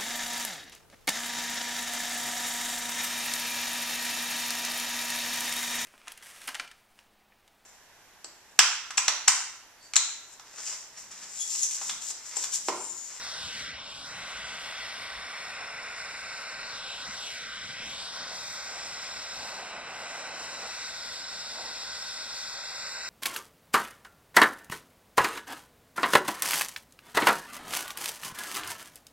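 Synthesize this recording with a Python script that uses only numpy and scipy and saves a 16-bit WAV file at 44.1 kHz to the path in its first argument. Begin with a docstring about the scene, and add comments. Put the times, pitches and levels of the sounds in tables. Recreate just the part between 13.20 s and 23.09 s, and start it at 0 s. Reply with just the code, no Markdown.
"""Outdoors at a plywood bench, a gas torch heats a copper pipe joint.
The jet hisses and whistles through the resonances of the burner tube, shifting between hollow
colourings; its echo off the bench sweeps a comb through the hiss whenever the torch is lifted.
The flame puffs as it moves through the air and roars when held on the pipe. A light breeze
rumbles on a pair of close microphone ports."""
import sys
import numpy as np
from scipy import signal
from scipy.fft import rfft, irfft
from scipy.io import wavfile
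from scipy.ndimage import map_coordinates

SR = 44100
rng = np.random.default_rng(int(sys.argv[2]) if len(sys.argv) > 2 else 0)


def generate_wav(signal):
    """Clip the signal to [-1, 1] and save it as 16-bit WAV at the path in sys.argv[1]."""
    frames = np.transpose(np.atleast_2d(signal))
    scaled = np.clip(frames, -1, 1) * 32767
    pcm = np.round(scaled).astype(np.int16)
    wavfile.write(sys.argv[1], SR, pcm)


N = 436149
TIME = np.arange(N) / SR
HZ = np.maximum(np.fft.rfftfreq(N, 1 / SR), 1)


def from_db(db):
    """Decibels to gain."""
    return 10 ** (np.asarray(db) / 20)


def in_time(rows):
    """Breakpoints to automation curves, one per column after the time."""
    times, *columns = np.transpose(rows)
    return [np.interp(TIME, times, column) for column in columns]


def over_hz(points):
    """Breakpoints joined by straight lines on a log-frequency axis."""
    hz, value = np.transpose(points)
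    return np.interp(np.log(HZ), np.log(hz), value)


def peaks_db(rows):
    """An EQ curve of bells from (centre [Hz], width [Hz], gain [dB])."""
    return sum(db / (1 + (2 * (HZ - hz) / width) ** 2) for hz, width, db in rows)


def filtered(x, gain):
    """Apply a gain per frequency."""
    return irfft(rfft(x) * gain, N)


def delayed(x, lag_ms):
    """A moving delay on both channels."""
    read_at = np.arange(N) - lag_ms * SR / 1000
    return np.array([map_coordinates(side, [read_at], order=3, mode="nearest") for side in x])


def drift(rate_hz):
    """A smooth random wobble with a standard deviation of 1."""
    hop, settle = 40, 2000
    pole = np.exp(-2 * np.pi * rate_hz * hop / SR)
    white = rng.standard_normal(N // hop + settle + 2)
    slow = signal.lfilter([1], [1, -2 * pole, pole * pole], white)[settle:]
    return np.interp(np.arange(N) / hop, np.arange(len(slow)), slow / slow.std())


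def turbulence(density_db):
    """Noise of a given level per Hz at both ports, partly shared and partly scattered."""
    # how alike the two ports sound: (frequency [Hz], correlation [0-1])
    likeness = [(60, .9), (450, .98), (1500, .97), (3000, .92), (4000, .9), (4400, .76), (5400, .88),
                (5800, .82), (6200, .998), (6850, .998), (7400, .5), (8200, .65), (10500, .55), (13000, .3)]
    alike = np.clip(over_hz(likeness), 0, .998)
    shared, scattered = rfft(rng.standard_normal((2, N))) * np.sqrt(SR / 2) * from_db(density_db)
    mid = np.sqrt((1 + alike) / 2) * shared
    side = np.sqrt((1 - alike) / 2) * scattered
    return irfft(np.array([mid + side, mid - side]), N)


def jet(body_db, hiss_db, split_hz=4000, air_hz=9500):
    """Gas turbulence coloured by the burner tube, split into a flickering body and a fluttering hiss."""
    # spectrum of the free jet: (frequency [Hz], level [dB])
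    spectrum = [(360.0, -95.5), (560.0, -84.5), (900.0, -84), (1150.0, -81.5), (2100.0, -77.6),
                (2700.0, -76.5), (3400.0, -74.5), (4500.0, -79), (5600.0, -78), (6200.0, -86.5),
                (6800.0, -78), (8000.0, -86.5), (11000.0, -98.5), (14500.0, -109.5)]
    # peaks and dips of the burner tube: (centre [Hz], width [Hz], gain [dB])
    burner = [(1075, 50, 2), (1531, 237, 7), (1705, 157, -11), (1970, 230, 3.5), (3750, 540, 2),
              (4190, 395, -7.5), (5944, 440, 10.5), (6510, 290, -10), (8000, 144, 1.5)]
    flicker_db, flutter_db, air_flutter_db = .5, .9, 1.9
    gas = turbulence(over_hz(spectrum) + peaks_db(burner))
    hiss = filtered(gas, 1 / (1 + (split_hz / HZ) ** 3))
    body = gas - hiss
    # the highest hiss flutters quickly in level
    air = filtered(hiss, 1 / (1 + (air_hz / HZ) ** 8))
    hiss += air * (from_db(air_flutter_db * drift(9.2)) - 1)
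    body *= from_db(body_db + flicker_db * drift(15))
    hiss *= from_db(hiss_db + flutter_db * drift(8.3))
    return body + hiss


def wrist_turns():
    """Level rides in dB for hiss and body: the treble beams forward, so it follows the nozzle's aim."""
    # brief turns to or from the microphone: (time [s], half length [s], hiss [dB], body [dB])
    turns = [(0.222, 0.56, 2, -0.3), (0.575, 0.091, -17, -1), (0.804, 0.14, -0.3, -5),
             (0.977, 0.26, -4.5, 1.3), (1.907, 0.26, 1, -1.3), (2.545, 0.149, -4, 0),
             (3.709, 0.35, -6.5, 1.7), (4.024, 0.38, 4.7, -1), (4.32, 0.22, -8.8, -0.3),
             (4.598, 0.05, -6.5, 0.5), (5.04, 0.13, -3, 1.5), (6.632, 0.18, -11, 0.5),
             (7.096, 0.072, -5.5, 0.8), (9.392, 0.618, 0, -0.85)]
    return sum(np.outer([hiss_db, body_db], np.exp(-((TIME - at) / half_length) ** 2))
               for at, half_length, hiss_db, body_db in turns)


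def hollow_colour(flame, first_share, second_share):
    """Two sets of peaks and dips fade in and out of the hiss and make it sound hollow."""
    # the two colourings: (centre [Hz], width [Hz], gain in the first [dB], gain in the second [dB])
    colourings = [(1164, 136, 4, -6.5), (1736, 160, 7.5, -5.5), (2250, 200, 6, -5.5), (2540, 660, -5, 6.5),
                  (3152, 540, -5.5, -10), (4370, 385, 10.0, 5.5), (5000.0, 270, -0.5, 3),
                  (5790, 470, -3, -7), (7660, 750, -11, 4), (8680, 110, 13.5, -6.2)]
    hz, width, first_db, second_db = np.transpose(colourings)
    for share, db in ((first_share, first_db), (second_share, second_db)):
        hollow = filtered(flame, from_db(peaks_db(zip(hz, width, db))))
        flame = flame + share * (hollow - flame)
    return flame


def bench_echo(flame, lag_ms, strength, high_lag_ms=.55, rebound=.5):
    """The board's echo combs the hiss; a higher torch gives a duller echo and lower notches."""
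    lowered_hz, lifted_hz = 5640, 2600  # low-pass corners
    lifted = np.clip(lag_ms / high_lag_ms, 0, 1) ** 2

    def bounce(sound):
        """One return from the board."""
        bright, dull = (filtered(sound, 1 / np.sqrt(1 + (HZ / corner) ** 4))
                        for corner in (lowered_hz, lifted_hz))
        return strength * delayed(bright + lifted * (dull - bright), lag_ms)

    echo = bounce(flame)
    return echo - rebound * bounce(echo)  # goes round once more, inverted


def nearby_echoes(flame, low_cut_hz=1500):
    """Two small surfaces return only the treble; their fine combs drift as the torch moves."""
    # echoes off things such as the hand and the solder spool:
    # (time [s], first lag [ms], first strength [0-1], second lag [ms], second strength [0-1])
    reflections = [(0.0, 1.132, 0.25, 0.528, 0.03), (0.3, 1.134, 0.13, 0.651, 0.19),
                   (0.55, 1.096, 0.04, 0.643, 0.1), (0.8, 1.289, 0.12, 0.627, 0.1),
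                   (1.0, 1.239, 0.07, 1.346, 0.09), (1.2, 0.614, 0.25, 1.479, 0.2),
                   (1.45, 0.688, 0.09, 1.466, 0.26), (1.7, 1.016, 0.16, 1.507, 0.14),
                   (2.0, 1.121, 0.13, 1.515, 0.02), (2.3, 0.836, 0.11, 1.572, 0.14),
                   (2.6, 0.839, 0.03, 1.438, 0.06), (3.0, 0.843, 0.12, 1.386, 0.16),
                   (3.4, 0.697, 0.05, 1.371, 0.17), (3.65, 0.768, 0.13, 1.413, 0.04),
                   (3.9, 0.646, 0.08, 1.448, 0.05), (4.15, 0.648, 0.14, 1.345, 0.12),
                   (4.3, 0.662, 0.11, 1.296, 0.21), (4.55, 0.601, 0.11, 1.264, 0.14),
                   (4.8, 0.467, 0.27, 1.265, 0.06), (5.1, 0.403, 0.11, 1.206, 0.05),
                   (5.5, 0.582, 0.14, 1.023, 0.0), (6.1, 0.607, 0.03, 0.77, 0.11),
                   (6.6, 0.76, 0.16, 0.747, 0.08), (7.15, 0.707, 0.18, 0.433, 0.1),
                   (7.7, 0.758, 0.0, 0.493, 0.14), (8.4, 1.155, 0.07, 0.871, 0.0),
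                   (9.3, 1.132, 0.07, 0.858, 0.11), (9.89, 1.002, 0.07, 0.669, 0.13)]
    first_ms, first_strength, second_ms, second_strength = in_time(reflections)
    treble = filtered(flame, 1 / (1 + (low_cut_hz / HZ) ** 2))
    return first_strength * delayed(treble, first_ms) + second_strength * delayed(treble, second_ms)


def whistles():
    """The burner tube sings in three noise bands from air holes that face or leave the microphone."""
    # breathy whistles: (centre [Hz], half width [Hz], peak level [dB])
    bands = [(1533, 96, -78.5), (3976, 94, -74.5), (5380, 63, -70.5)]
    # how strongly they carry: (time [s], gain of the lower two [dB], gain of the top one [dB])
    carry = [(0.0, 3, -1), (0.45, 4.5, -1), (0.7, -7, -2), (1.0, 4.5, -17), (1.7, -18, -1), (2.2, -7, 1),
             (3.2, 1, 1.5), (3.8, 5, -3), (4.5, 0.7, -2), (5.3, -1.5, -0.5), (6.1, 4.8, 4.3),
             (6.6, -1, -19), (7.1, 2.5, -4.9), (7.6, 4.5, 2), (8.8, 2.5, 6), (9.89, 5, 3.5)]
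    lower_db, top_db = in_time(carry)
    low, middle, top = (turbulence(db - 20 * np.log10(1 + ((HZ - hz) / half_width) ** 2))
                        for hz, half_width, db in bands)
    return (low + middle) * from_db(lower_db) + top * from_db(top_db)


def breeze(gain_db=-1.0, lumpy_db=2.5):
    """Lumpy low eddies buffet the microphone ports."""
    # rise and fall of the breeze: (time [s], level [dB])
    gusts = [(0.0, -64), (0.13, -64), (0.27, -56), (0.3, -58.5), (1.79, -65.5), (1.84, -65), (2.45, -69),
             (3.85, -62.5), (3.88, -62), (4.16, -65.5), (4.71, -56.5), (4.82, -63.5), (8.45, -66.5),
             (9.89, -70)]
    # spectrum of its rumble: (frequency [Hz], relative level [dB])
    rumble = [(15, -3), (30, -35), (55, 8), (100, 3), (190, 4), (300, 1.5), (600, -41), (6000, -78)]
    level_db, = in_time(gusts)
    eddies = turbulence(over_hz(rumble))
    return eddies / eddies.std() * from_db(gain_db + level_db + lumpy_db * drift(7.3))


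def puffs(half_width_octaves=0.96):
    """Moved through the air, the flame gives short swells of low turbulence."""
    # soft puffs: (time [s], centre [Hz], level [dB], half length [s])
    swells = [(0.259, 110, -51, .026), (0.417, 119.8, -72, 0.16), (0.536, 86, -55, 0.046),
              (.84, 180, -57, 0.034), (.98, 170, -59, .045), (1.222, 65, -65, .12), (1.947, 60, -56, 0.069),
              (3.892, 147, -48.5, 0.019), (4.476, 136, -58.5, 0.12), (4.69, 140, -81, 0.033),
              (5.112, 170, -63, 0.26)]
    out = np.zeros(N)
    for at, hz, db, half_length in swells:
        band = np.exp(-(np.log2(HZ / hz) / half_width_octaves) ** 2)
        eddy = filtered(rng.standard_normal(N), band)
        out += eddy / eddy.std() * from_db(db) * np.exp(-((TIME - at) / half_length) ** 2)
    return out


def pipe_contact(edge_s=0.016):
    """How fully the flame lies on the pipe, 0-1: each touch slides on, holds and slides off."""
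    # the flame is held on the pipe: (start [s], end [s], depth of contact [dB])
    touches = [(1.05, 2.703, -17.5), (5.08, 5.2, -10), (5.49, 5.663, -7.5), (5.678, 6.19, -15),
               (6.193, 7.5, -4), (8.322, 8.518, -5)]
    return sum(from_db(db) * (np.tanh((TIME - start) / edge_s) - np.tanh((TIME - end) / edge_s)) / 2
               for start, end, db in touches)


def roar(on_pipe, lag_ms, free_db=-16, lift_db_per_ms=-13, sputter_db=1.2):
    """The flame breaks up on the pipe and burns roughly; its faint free roar fades as it is lifted."""
    # spectrum of the roar: (frequency [Hz], level [dB])
    spectrum = [(60, -115), (200, -81.5), (380, -83.5), (550, -74), (750, -70), (1050, -76), (1600, -80.5),
                (3500, -100), (14000, -140)]
    free = from_db(free_db + lift_db_per_ms * lag_ms)
    return turbulence(over_hz(spectrum)) * (free + on_pipe) * from_db(sputter_db * drift(19))


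def scene():
    """Height, turns and contact shape the torch; echoes, whistles, roar, puffs and breeze join in."""
    # torch height, heard in its echo off the bench: (time [s], lag [ms], echo strength [0-1])
    height = [(0.0, 0.168, 0.49), (0.11, 0.18, 0.44), (0.29, 0.28, 0.4), (0.34, 0.38, 0.28),
              (0.47, 0.58, 0.5), (0.59, 0.29, 0.5), (0.63, 0.26, 0.5), (0.8, 0.262, 0.52),
              (0.88, 0.166, 0.59), (0.96, 0.111, 0.49), (1.03, 0.108, 0.3), (1.65, 0.066, 0.51),
              (2.12, 0.099, 0.58), (2.7, 0.116, 0.68), (3.42, 0.13, 0.55), (3.58, 0.195, 0.4),
              (3.73, 0.275, 0.42), (3.82, 0.24, 0.46), (3.88, 0.15, 0.6), (3.93, 0.14, 0.35),
              (4.03, 0.25, 0.5), (4.1, 0.32, 0.5), (4.13, 0.42, 0.48), (4.32, 0.59, 0.52),
              (4.4, 0.575, 0.48), (4.59, 0.41, 0.28), (4.72, 0.275, 0.42), (4.9, 0.21, 0.65),
              (5.06, 0.185, 0.59), (5.41, 0.166, 0.6), (5.58, 0.141, 0.42), (6.2, 0.161, 0.35),
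              (6.54, 0.124, 0.42), (7.06, 0.131, 0.55), (7.52, 0.154, 0.4), (7.84, 0.185, 0.53),
              (9.09, 0.188, 0.54), (9.49, 0.173, 0.7), (9.89, 0.151, 0.72)]
    # how much of two hollow colourings the hiss carries, strongest near the pipe:
    # (time [s], share of the first [0-1], share of the second [0-1])
    hollowness = [(0.85, 0.4, 0.0), (1.23, 0.25, 0.1), (2.0, 1.0, 0.07), (2.35, 0.87, 0.76),
                  (2.61, 1.0, 0.9), (3.42, 0.74, 0.85), (3.62, 0.16, 0.2), (4.78, 0.27, 0.1),
                  (5.25, 0.06, 0.49), (6.5, 0.37, 0.48), (7.5, 0.18, 0.4), (7.89, 0.08, 1),
                  (9.89, 0.14, 0.9)]
    lag_ms, echo_strength = in_time(height)
    first_share, second_share = np.clip(in_time(hollowness), 0, 1)
    on_pipe = pipe_contact()
    hiss_turn_db, body_turn_db = wrist_turns()
    lift_db = 3 * lag_ms  # lifting brings the body nearer the microphone
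    # the first colouring trades hiss for body; contact ducks the body a little
    body_db = 0.08 + 1.5 * first_share - 1.1 * on_pipe + lift_db + body_turn_db
    hiss_db = 0.5 - 4.5 * first_share + hiss_turn_db
    flame = hollow_colour(jet(body_db, hiss_db), first_share, second_share)
    echoes = bench_echo(flame, lag_ms, echo_strength) + nearby_echoes(flame)
    return flame + echoes + whistles() + roar(on_pipe, lag_ms) + puffs() + breeze()


def record(dry, cutoff_hz=14800):
    """Each microphone port has its own colour and delay; a steep low-pass cuts the top."""
    # stereo tilt of the ports: (frequency [Hz], left minus right [dB])
    balance = [(60, 3), (200, 0.9), (600, -1.7), (1400, -.7), (3000, 1.2), (5000, 1.5), (6200, 0),
               (6850, 0), (7400, -8), (8800, -2), (10500, -5.5), (12200, -10), (14500, -2)]
    # phase between the ports: (frequency [Hz], lead of the left [rad])
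    port_phase = [(20, 0), (250, -.25), (1300, -.4), (2500, -.75), (4000, -1.3), (5300, -1.8), (5900, -2.6),
                  (6200, -3.13), (6850, -3.15), (7350, -3.6), (7700, -1.1), (8700, -1.1), (9300, -2.3),
                  (11200, -3.1), (12200, -7), (14000, -9.3)]
    sides = np.array([[.5], [-.5]])
    colour = from_db(sides * over_hz(balance))
    colour /= np.sqrt(np.mean(colour ** 2, axis=0))  # constant power
    ports = filtered(dry, colour * np.exp(1j * sides * over_hz(port_phase)))
    low_pass = signal.ellip(10, .1, 80, cutoff_hz, fs=SR, output="sos")
    return signal.sosfilt(low_pass, ports)


dry = scene()
out = record(dry)
generate_wav(out)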